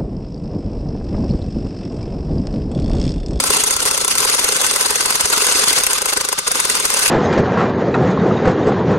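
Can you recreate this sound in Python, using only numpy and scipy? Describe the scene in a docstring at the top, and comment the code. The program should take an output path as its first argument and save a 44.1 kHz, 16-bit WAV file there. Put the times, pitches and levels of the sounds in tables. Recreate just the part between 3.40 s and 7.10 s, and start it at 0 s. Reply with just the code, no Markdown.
"""A cordless impact drill bores into a brick on a concrete floor, close to the microphone.
From the start its hammer strikes about twenty times a second: cam rasp, steel crack and chuck rattle, brick knock.
Between blows shaped noise makes the bit's drag and short scrapes; a few low thumps and a rumble lie below.
The motor's sine whine sinks in pitch until 2.9 s; drag is weakest from 2.65 to 3.07 s.
Around 3.2 s, as the drag returns, the whine's third harmonic swells; a short room tail follows throughout."""
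import sys
import numpy as np
from scipy import signal
from scipy.fft import rfft, irfft, next_fast_len
from scipy.io import wavfile

SR = 44100
rng = np.random.default_rng(int(sys.argv[2]) if len(sys.argv) > 2 else 0)


def transcribe(u):
    """Save the signal u as a 16-bit wav file named by the first command-line argument.

    u: samples, shape (n,) or (channels, n), limited to [-1, 1]; the rate is SR.
    q: integer samples, one column per channel.
    """
    v = np.clip(np.atleast_2d(u).T, -1, 1)
    q = np.round(v * 32767).astype(np.int16)
    wavfile.write(sys.argv[1], SR, q)


N = 163170
T = np.arange(N) / SR
FILTER_HZ = np.fft.rfftfreq(4096, 1 / SR)
FULL_HZ = np.fft.rfftfreq(N, 1 / SR)


def amp(db):
    """Decibels to gain."""
    return 10 ** (np.asarray(db) / 20)


def unit(x):
    """Scales to rms 1."""
    return x / np.sqrt(np.mean(x ** 2) + 1e-20)


def read(points, hz):
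    """Reads a spectrum table on a log-frequency axis."""
    f, value = np.transpose(points)
    return np.interp(np.log(hz + 1), np.log(f + 1), value)


def track(points):
    """Interpolates a (time, level) table over the whole scene."""
    return np.interp(T, *np.transpose(points))


def bump(center_s, width_s):
    """Gaussian swell; width_s is the half width at 1/e."""
    return np.exp(-((T - center_s) / width_s) ** 2)


def add(mix, s, sound):
    """Adds a sound at time s."""
    part = mix[max(round(s * SR), 0):][:len(sound)]
    part += sound[:len(part)]


def wander(hz):
    """Smooth chance up to the given rate, rms 1."""
    return unit(irfft(rfft(rng.standard_normal(N)) * (FULL_HZ < hz), N))


def noise():
    """Two unrelated noises: the direct and the scattered part of a sound."""
    return rng.standard_normal((2, N))


# resonances of chuck, bit and housing: (frequency [Hz], width [Hz], height [dB at ring = 1])
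RINGS = [(415, 33, 7.5), (509, 160, 8), (953, 126, 2.5), (1290, 53, -4), (1530, 84, 6), (2063, 230, 4),
         (2693, 265, 3.5), (3490, 63, 4.5), (4710, 840, 3.5), (6430, 780, 3.5), (9050, 520, 2.5),
         (9840, 1010, 4)]


def colour(x, spectrum, ring=0):
    """Causal filter of unit energy: a broad spectrum plus the tool's resonances, heights scaled by ring."""
    peaks = sum(g / (1 + (2 * (FILTER_HZ - f) / w) ** 2) for f, w, g in RINGS)
    db = read(spectrum, FILTER_HZ) + ring * peaks
    log_gain = np.log(amp(np.r_[db, db[-2:0:-1]]))
    # minimum phase from the log gain
    taps = np.fft.ifft(np.exp(np.conj(signal.hilbert(log_gain)))).real
    return signal.oaconvolve(x, taps[None] / np.linalg.norm(taps), axes=1)[:, :N]


PATCH_HZ, PATCH_S, PATCH_DB = 130, 0.007, 2.8  # Gaussian sigmas, rms depth


def patchy(x):
    """Short resonances come and go as the contact shifts: random gain over time and frequency."""
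    hz, t, z = signal.stft(x, SR, nperseg=512)
    blur_hz = np.exp(-0.5 * ((hz[:15] - hz[7]) / PATCH_HZ) ** 2)
    blur_s = np.exp(-0.5 * ((t[:9] - t[4]) / PATCH_S) ** 2)
    chance = rng.standard_normal(z.shape[1:])
    patches = unit(signal.fftconvolve(chance, np.outer(blur_hz, blur_s), "same"))
    gain = unit(amp(PATCH_DB * patches))
    return signal.istft(z * gain, SR)[1][:, :N]


# hammer blows: (time [s], cam rasp [dB], steel crack [dB before offsets], knock [dB before KNOCK_DB])
BLOWS = [(.0016,-12,-5.5,-18),(0.0385,-26,-6,-16),(0.1025,-21,-1,-11),(.1681,-15.5,-5,-12.5),(0.2372,-24,-4,-17.5),(.3078,-19.5,-4.5,-18),(0.3644,-23,-5.5,-15.5),(0.403,-18.5,-8.5,-20),(.4534,-27,-8,-17.5),(0.4601,-23,-9.5,-18),(0.5109,-20.5,-5.5,-18),(0.5765,-20,-7,-18),(0.6466,-20.5,-7,-16),(0.6791,-28,-5,-18),(.7532,-24,-6.5,-15.5),(0.8034,-19,-6,-18.5),(0.8498,-18.5,-6,-15),(0.8977,-15.5,-4.5,-17),(.947,-17.5,-5.5,-18),(0.9937,-15,-6,-23),(1.0427,-19.5,-2.5,-18.5),(1.088,-18,-6,-15),(1.122,-24,-7,-16),(1.1649,-17,-7,-25),(1.2139,-23,-5,-18),(1.265,-22,-5.5,-29),(1.311,-22,-7,-17.5),(1.361,-21,-5,-16.5),(1.4098,-17,-5,-18.5),(1.4604,-17,-7.5,-16),(1.5062,-18.5,-6.5,-17.5),(1.5568,-19,-6,-16),(1.6082,-18,-5,-20.5),(1.6584,-19,-5,-14.5),(1.7052,-16,-6,-16.5),(1.755,-17.5,-3.5,-17),(1.809,-14.5,-5,-16.5),(1.856,-16,-5.5,-19),(1.9,-38,-6.5,-17),(1.9782,-15.5,-6.5,-15),(2.0196,-24,-4.5,-13.5),(2.067,-28,-6,-17),(2.0934,-17.5,-11,-15.5),(2.123,-16,-6,-17.5),(2.1948,-18,-5,-18),(2.219,-19,-9,-28),(2.2398,-14.5,-10,-23),(2.2819,-14,-4.5,-20),(2.3066,-22,-10.5,-20),(2.3294,-19,-4,-22),(2.385,-12,-6.5,-19),(2.4063,-17,-12,-23),(2.4353,-31,-3.5,-20.5),(2.4661,-26,-3,-17),(2.5317,-20.5,-4.5,-19.5),(2.5818,-19.5,-7.5,-21),(2.6181,-21,-6.5,-18),(2.657,-21,-5.5,-14),(2.733,-15,-6,-21),(2.772,-16,-6,-16),(2.81,-17.5,-7,-21),(2.849,-21,-8,-19.5),(2.8874,-25,-7.5,-20),(2.9266,-21,-6.5,-13),(2.9878,-17.5,-6,-20.5),(3.0779,-14,-6.5,-15.5),(3.1158,-19,-4.5,-18),(3.155,-17.5,-9,-16),(3.2007,-17,-5,-23),(3.2513,-18,-6,-19),(3.2989,-18.5,-4,-21),(3.352,-17.5,-6.5,-19),(3.3997,-27,-8.5,-19),(3.453,-16,-3.5,-19),(3.5015,-23,-6,-20),(3.5402,-21,-7.5,-17.5),(3.5707,-18,-7.5,-23),(3.592,-20,-7,-23),(3.6307,-17,-9,-24),(3.6795,-26,-5.5,-22)]
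# steel crack spectrum: (frequency [Hz], relative density [dB])
CRACK = [(60, -19), (400, -42), (1000, -45), (2000, -9.5), (4500, -13.5), (7500, 0), (10000, -1.5),
         (11500, -5.5), (13300, -13.5), (15500, -49)]
# chuck rattle spectrum: (frequency [Hz], relative density [dB])
RATTLE = [(60, 0), (400, -18.5), (1000, -3.5), (2000, 0), (4500, 0.5), (7500, 2.5), (10000, 3.5),
          (11500, 1), (13300, -18), (15500, -12.5)]
# levels are offsets from the crack column of BLOWS
TICK_DB = 2.4794
CRACK_RISE_S, CRACK_DECAY_S, CRACK_DB = 0.0005, 0.00078, 1
BOUNCE_S, BOUNCE_DB = 0.00617, -8
RATTLE_DELAY_S, RATTLE_RISE_S, RATTLE_DECAY_S, RATTLE_DB = 0.00011, 0.0015, 0.0061, -3


def cracks():
    """Hammer meets anvil: hard tick, a millisecond of steel crack, small rebound; then the chuck rattles."""
    t = T[:SR // 10]
    tick, crack, rattle = np.zeros((2, N)), np.zeros(N), np.zeros(N)
    snap = np.minimum(t / CRACK_RISE_S, 1) * np.exp(-np.maximum(t - CRACK_RISE_S, 0) / CRACK_DECAY_S)
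    shake = (1 - np.exp(-t / RATTLE_RISE_S)) * np.exp(-t / RATTLE_DECAY_S)
    for s, _, db, _ in BLOWS:
        add(tick[0], s + CRACK_RISE_S, amp([db + TICK_DB]))  # one sample, direct part only
        add(crack, s, amp(db + CRACK_DB) * snap)
        add(crack, s + BOUNCE_S * rng.uniform(0.75, 1.2), amp(db + BOUNCE_DB) * snap)
        add(rattle, s + RATTLE_DELAY_S, amp(db + RATTLE_DB) * shake)
    steel = colour(tick + crack * noise(), CRACK, ring=0.97)
    return steel + patchy(colour(rattle * noise(), RATTLE, ring=2.0))


# cam rasp spectrum: (frequency [Hz], relative density [dB])
CAM = [(60, -13.5), (140, -7), (210, 0.5), (290, 0), (450, -7), (680, -1.5), (1200, 7.5), (2000, -1),
       (5000, 2), (10000, -4.5), (12000, -7), (13500, -45)]
CAM_LEAD_S, CAM_WIDTH_S = 0.0034, 0.0056


def cam():
    """The hammer rasps up its cam: a noise swell just ahead of each blow."""
    power = sum(amp(db) ** 2 * bump(s - CAM_LEAD_S, CAM_WIDTH_S) for s, db, _, _ in BLOWS)
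    return colour(np.sqrt(power) * noise(), CAM, ring=1.0)


# modes of brick and gear case: (frequency [Hz], relative level [dB], t60 [s])
KNOCK = [(422.3, 1, 0.04), (513, -1, 0.041), (578, -11.5, 0.046), (806, 4.5, 0.015), (1026, 11.5, 0.018),
         (1410, 11.5, 0.014), (1566, 1, 0.01)]
KNOCK_DELAY_S, KNOCK_RISE_S, KNOCK_DB = 0.00098, 0.0062, 2
DETUNE, SPREAD_DB = 0.0074, 1.0  # rms per mode; DETUNE is a fraction of pitch


def knocks():
    """Each blow rings the brick and gear case as decaying sines, a little differently every time."""
    t, out = T[:SR // 10], np.zeros((2, N))
    hz, db, t60 = np.transpose(KNOCK)[:, :, None]
    rise = 1 - np.exp(-t / KNOCK_RISE_S)
    for s, _, _, level_db in BLOWS:
        for path in out:
            pitch, size = rng.standard_normal((2, len(KNOCK), 1))
            phase = 2 * np.pi * (hz * (1 + DETUNE * pitch) * t + rng.random(hz.shape))
            modes = amp(db + SPREAD_DB * size - 60 * t / t60) * np.sin(phase)
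            add(path, s + KNOCK_DELAY_S, amp(level_db + KNOCK_DB) * rise * modes.sum(0))
    return out


# grinding spectrum: (frequency [Hz], relative density [dB])
GRIND = [(30, -15), (120, -20), (280, -8.5), (450, -8), (680, -8.5), (1200, 1.5), (1850, -2), (4000, -2),
         (8000, -2), (10200, 0), (12000, -7), (13300, -32), (15500, -22)]
# steady drag of the bit in its hole: (time [s], level [dB])
DRAG_DB = [(0,-22),(.66,-26.5),(1.05,-19),(1.89,-20.5),(2.1,-16),(2.45,-20.5),(2.65,-31),(3.07,-31),(3.22,-21.5),(3.48,-20.5),(3.6,-16.5)]
# the bit bites into the brick: (time [s], half length [s], level [dB])
SCRAPES = [(0.073,.011,-14),(0.136,0.014,-11.5),(0.205,0.015,-14),(0.275,0.01,-12.5),(.335,0.0087,-17),(0.427,0.0079,-14),(0.48,0.0098,-11.5),(0.547,0.011,-15),(.613,0.011,-15.5),(0.714,0.012,-14),(0.784,0.0062,-12),(0.83,0.015,-15.5),(0.882,0.011,-15),(0.93,0.013,-16.5),(1.153,0.0064,-20),(1.204,0.0048,-18.5),(1.246,0.0093,-13),(1.3,0.0041,-18),(1.339,0.0031,-15),(1.426,0.01,-17.5),(1.624,0.0061,-22),(1.726,0.006,-19),(1.934,0.0079,-12),(1.964,0.0044,-15.5),(2.007,0.0024,-14),(2.047,0.0065,-14.5),(2.164,0.015,-16),(2.301,0.0075,-14.5),(2.366,0.0074,-12),(2.51,0.0078,-13),(2.558,0.011,-17),(2.695,.012,-14),(3.175,.011,-18),(3.316,0.0065,-17.5),(3.37,0.0067,-18),(3.52,0.011,-19),(3.66,0.006,-12.5)]
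# gain at the centre of the mid band: (time [s], level [dB])
MID_DB = [(.6, -6.5), (.8, -0.5), (1.6, -1.5), (2.2, -0.5), (3.7, -2)]
MID_HZ, MID_OCTAVES = 1600, 0.46
RECOIL_S, RECOIL_WIDTH_S, RECOIL_DB = 0.014, 0.0036, -2.5
CHATTER_DB, CHATTER_HZ = 1.0, 300
GRAINS_PER_S, GRAIN_SPREAD_DB = 22000, 1


def grinding():
    """The bit drags and bites in separate scrapes, crushing grit in swells of tiny clicks."""
    # the bit lifts briefly after each blow
    recoil = sum(bump(s + RECOIL_S, RECOIL_WIDTH_S) for s, _, _, _ in BLOWS)
    drag = amp(track(DRAG_DB) + RECOIL_DB * recoil)
    power = drag ** 2 + sum(amp(db) ** 2 * bump(s, width_s) for s, width_s, db in SCRAPES)
    level = np.sqrt(power) * amp(CHATTER_DB * wander(CHATTER_HZ))

    hits = rng.random(N) < GRAINS_PER_S / SR
    grit = hits * amp(GRAIN_SPREAD_DB * np.minimum(rng.exponential(1, N), 4))
    scrape = patchy(colour(level * unit(grit * noise()), GRIND, ring=1.0))

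    band = np.exp(-0.5 * (np.log2((FULL_HZ + 1) / MID_HZ) / MID_OCTAVES) ** 2)
    mid = irfft(rfft(scrape) * band, N)
    return scrape + mid * (amp(track(MID_DB)) - 1)


# gear hiss spectrum: (frequency [Hz], relative density [dB])
MOTOR = [(30, -4), (300, -7.5), (700, -20), (1250, 7.5), (1900, -4.5), (5000, 3.5), (10000, -10),
         (13200, -33)]
# motor whine: (time [s], pitch [Hz], level [dB before flutter])
WHINE = [(.6, 1333, -38), (2.299, 1267, -41), (2.899, 1203, -40.5)]
HISS_DB = -30
WANDER, WANDER_HZ = 0.0158, 63.3  # rms fraction of pitch, fastest rate
FLUTTER_DB, FLUTTER_HZ = 4, 40
THIRD_S, THIRD_WIDTH_S, THIRD_DB = 3.2, 0.2, -36


def motor():
    """Gear hiss and a wavering, fluttering whine; its third harmonic swells around 3.2 s, as the drag returns."""
    s, hz, level_db = np.transpose(WHINE)
    turns = np.cumsum(np.interp(T, s, hz) * (1 + WANDER * wander(WANDER_HZ))) / SR
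    fundamental = amp(np.interp(T, s, level_db))
    third = amp(THIRD_DB) * bump(THIRD_S, THIRD_WIDTH_S)
    whine = 0
    for k, gain in [(1, fundamental), (3, third)]:
        flutter = amp(FLUTTER_DB * wander(FLUTTER_HZ))
        tone = np.sqrt(2) * np.sin(2 * np.pi * (k * turns + rng.random((2, 1))))
        whine = whine + gain * flutter * tone
    return whine + amp(HISS_DB) * colour(noise(), MOTOR)


# the tool lurches against the brick: (time [s], level [dB])
THUMPS = [(0.095, -27.5), (.233, -32), (.361, -29), (.402, -40), (.501, -39), (0.636, -34), (.739, -37),
          (1.7, -37), (1.845, -27)]
THUMP_HZ, THUMP_SIGMA_S = 67, 0.0049


def thumps():
    """Dull thumps of the tool's weight: short low cosine bursts, alike in both channels."""
    out = np.zeros(N)
    for s, db in THUMPS:
        swell = np.exp(-0.5 * ((T - s) / THUMP_SIGMA_S) ** 2)
        out += amp(db) * swell * np.cos(2 * np.pi * THUMP_HZ * (T - s))
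    return out


# rumble spectrum: (frequency [Hz], relative density [dB])
SHAKE = [(15, -18), (30, -14.5), (65, -1), (110, -16), (155, -2), (220, -5.5), (290, -3), (600, -46.5)]
# rumble: (time [s], level [dB before RUMBLE_OFFSET_DB])
SHAKE_DB = [(0, -45.5), (.6, -49), (1.8, -55.5), (2.9, -74), (3.3, -48.5), (3.7, -58)]
RUMBLE_OFFSET_DB = 7.0


def rumble():
    """A low, lumpy rumble under the drilling: noise shaped by a bass spectrum."""
    return colour(noise(), SHAKE) * amp(track(SHAKE_DB) + RUMBLE_OFFSET_DB)


# likeness of the two microphone ports: (frequency [Hz], likeness [0-1])
SAME = [(200, 0.9), (500, 0.74), (1050, 0.48), (1500, 0.059), (4000, 0.12), (4700, 0.42), (8200, 0.29),
        (9000, 0.93), (15000, 0.26)]
# level difference between ports: (frequency [Hz], left minus right [dB])
LEAN = [(90, -.5), (210, 0.5), (330, 0), (500, -3), (770, 5.5), (1170, 3.5), (1790, 1.5), (2740, -0.5),
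        (4190, 3), (8000, 0)]
# phase by which the sound lags at the right port: (frequency [Hz], phase [rad])
RIGHT_LAG = [(600, 0), (3000, 2.5), (4800, 3.3), (5800, 5.6), (7600, 7.1), (8600, 6.2), (11900, .1)]


def ports(x):
    """Spreads direct and scattered sound over the two microphone ports."""
    size = next_fast_len(N + SR // 10)
    hz = np.fft.rfftfreq(size, 1 / SR)
    direct, scattered = rfft(x, size)
    same = np.clip(read(SAME, hz), 0, 1)
    lean = amp(read(LEAN, hz) / 2)  # half the difference on each side
    right = same * direct + np.sqrt(1 - same ** 2) * scattered
    right = right * np.exp(-1j * read(RIGHT_LAG, hz))
    return irfft(np.array([direct * lean, right / lean]), size)[:, :N]


ROOM_T60_S, ROOM_GAP_S, ROOM_DB = 0.09, 0.004, -23


def room(x):
    """A short, weak tail from the floor and walls: convolution with decaying noise."""
    t = T[:SR // 2]
    tail = rng.standard_normal((2, len(t))) * amp(-60 * t / ROOM_T60_S) * (t > ROOM_GAP_S)
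    tail = tail / np.linalg.norm(tail[0])
    return amp(ROOM_DB) * signal.fftconvolve(x, tail, axes=1)[:, :N]


def scene():
    """The drill, its thumps and its room."""
    drill = ports(cracks() + cam() + knocks() + grinding() + motor() + rumble())
    return drill + thumps() + room(drill)


CEILING, EDGE_HZ = 0.88, 15900


def record(dry):
    """The loudest peaks are rounded off; then the band limit."""
    held = dry / (1 + (dry / CEILING) ** 8) ** (1 / 8)
    lowpass = signal.firwin(511, EDGE_HZ, window=("kaiser", 7), fs=SR)
    return signal.oaconvolve(held, lowpass[None], "same")


dry = scene()
out = record(dry)
transcribe(out)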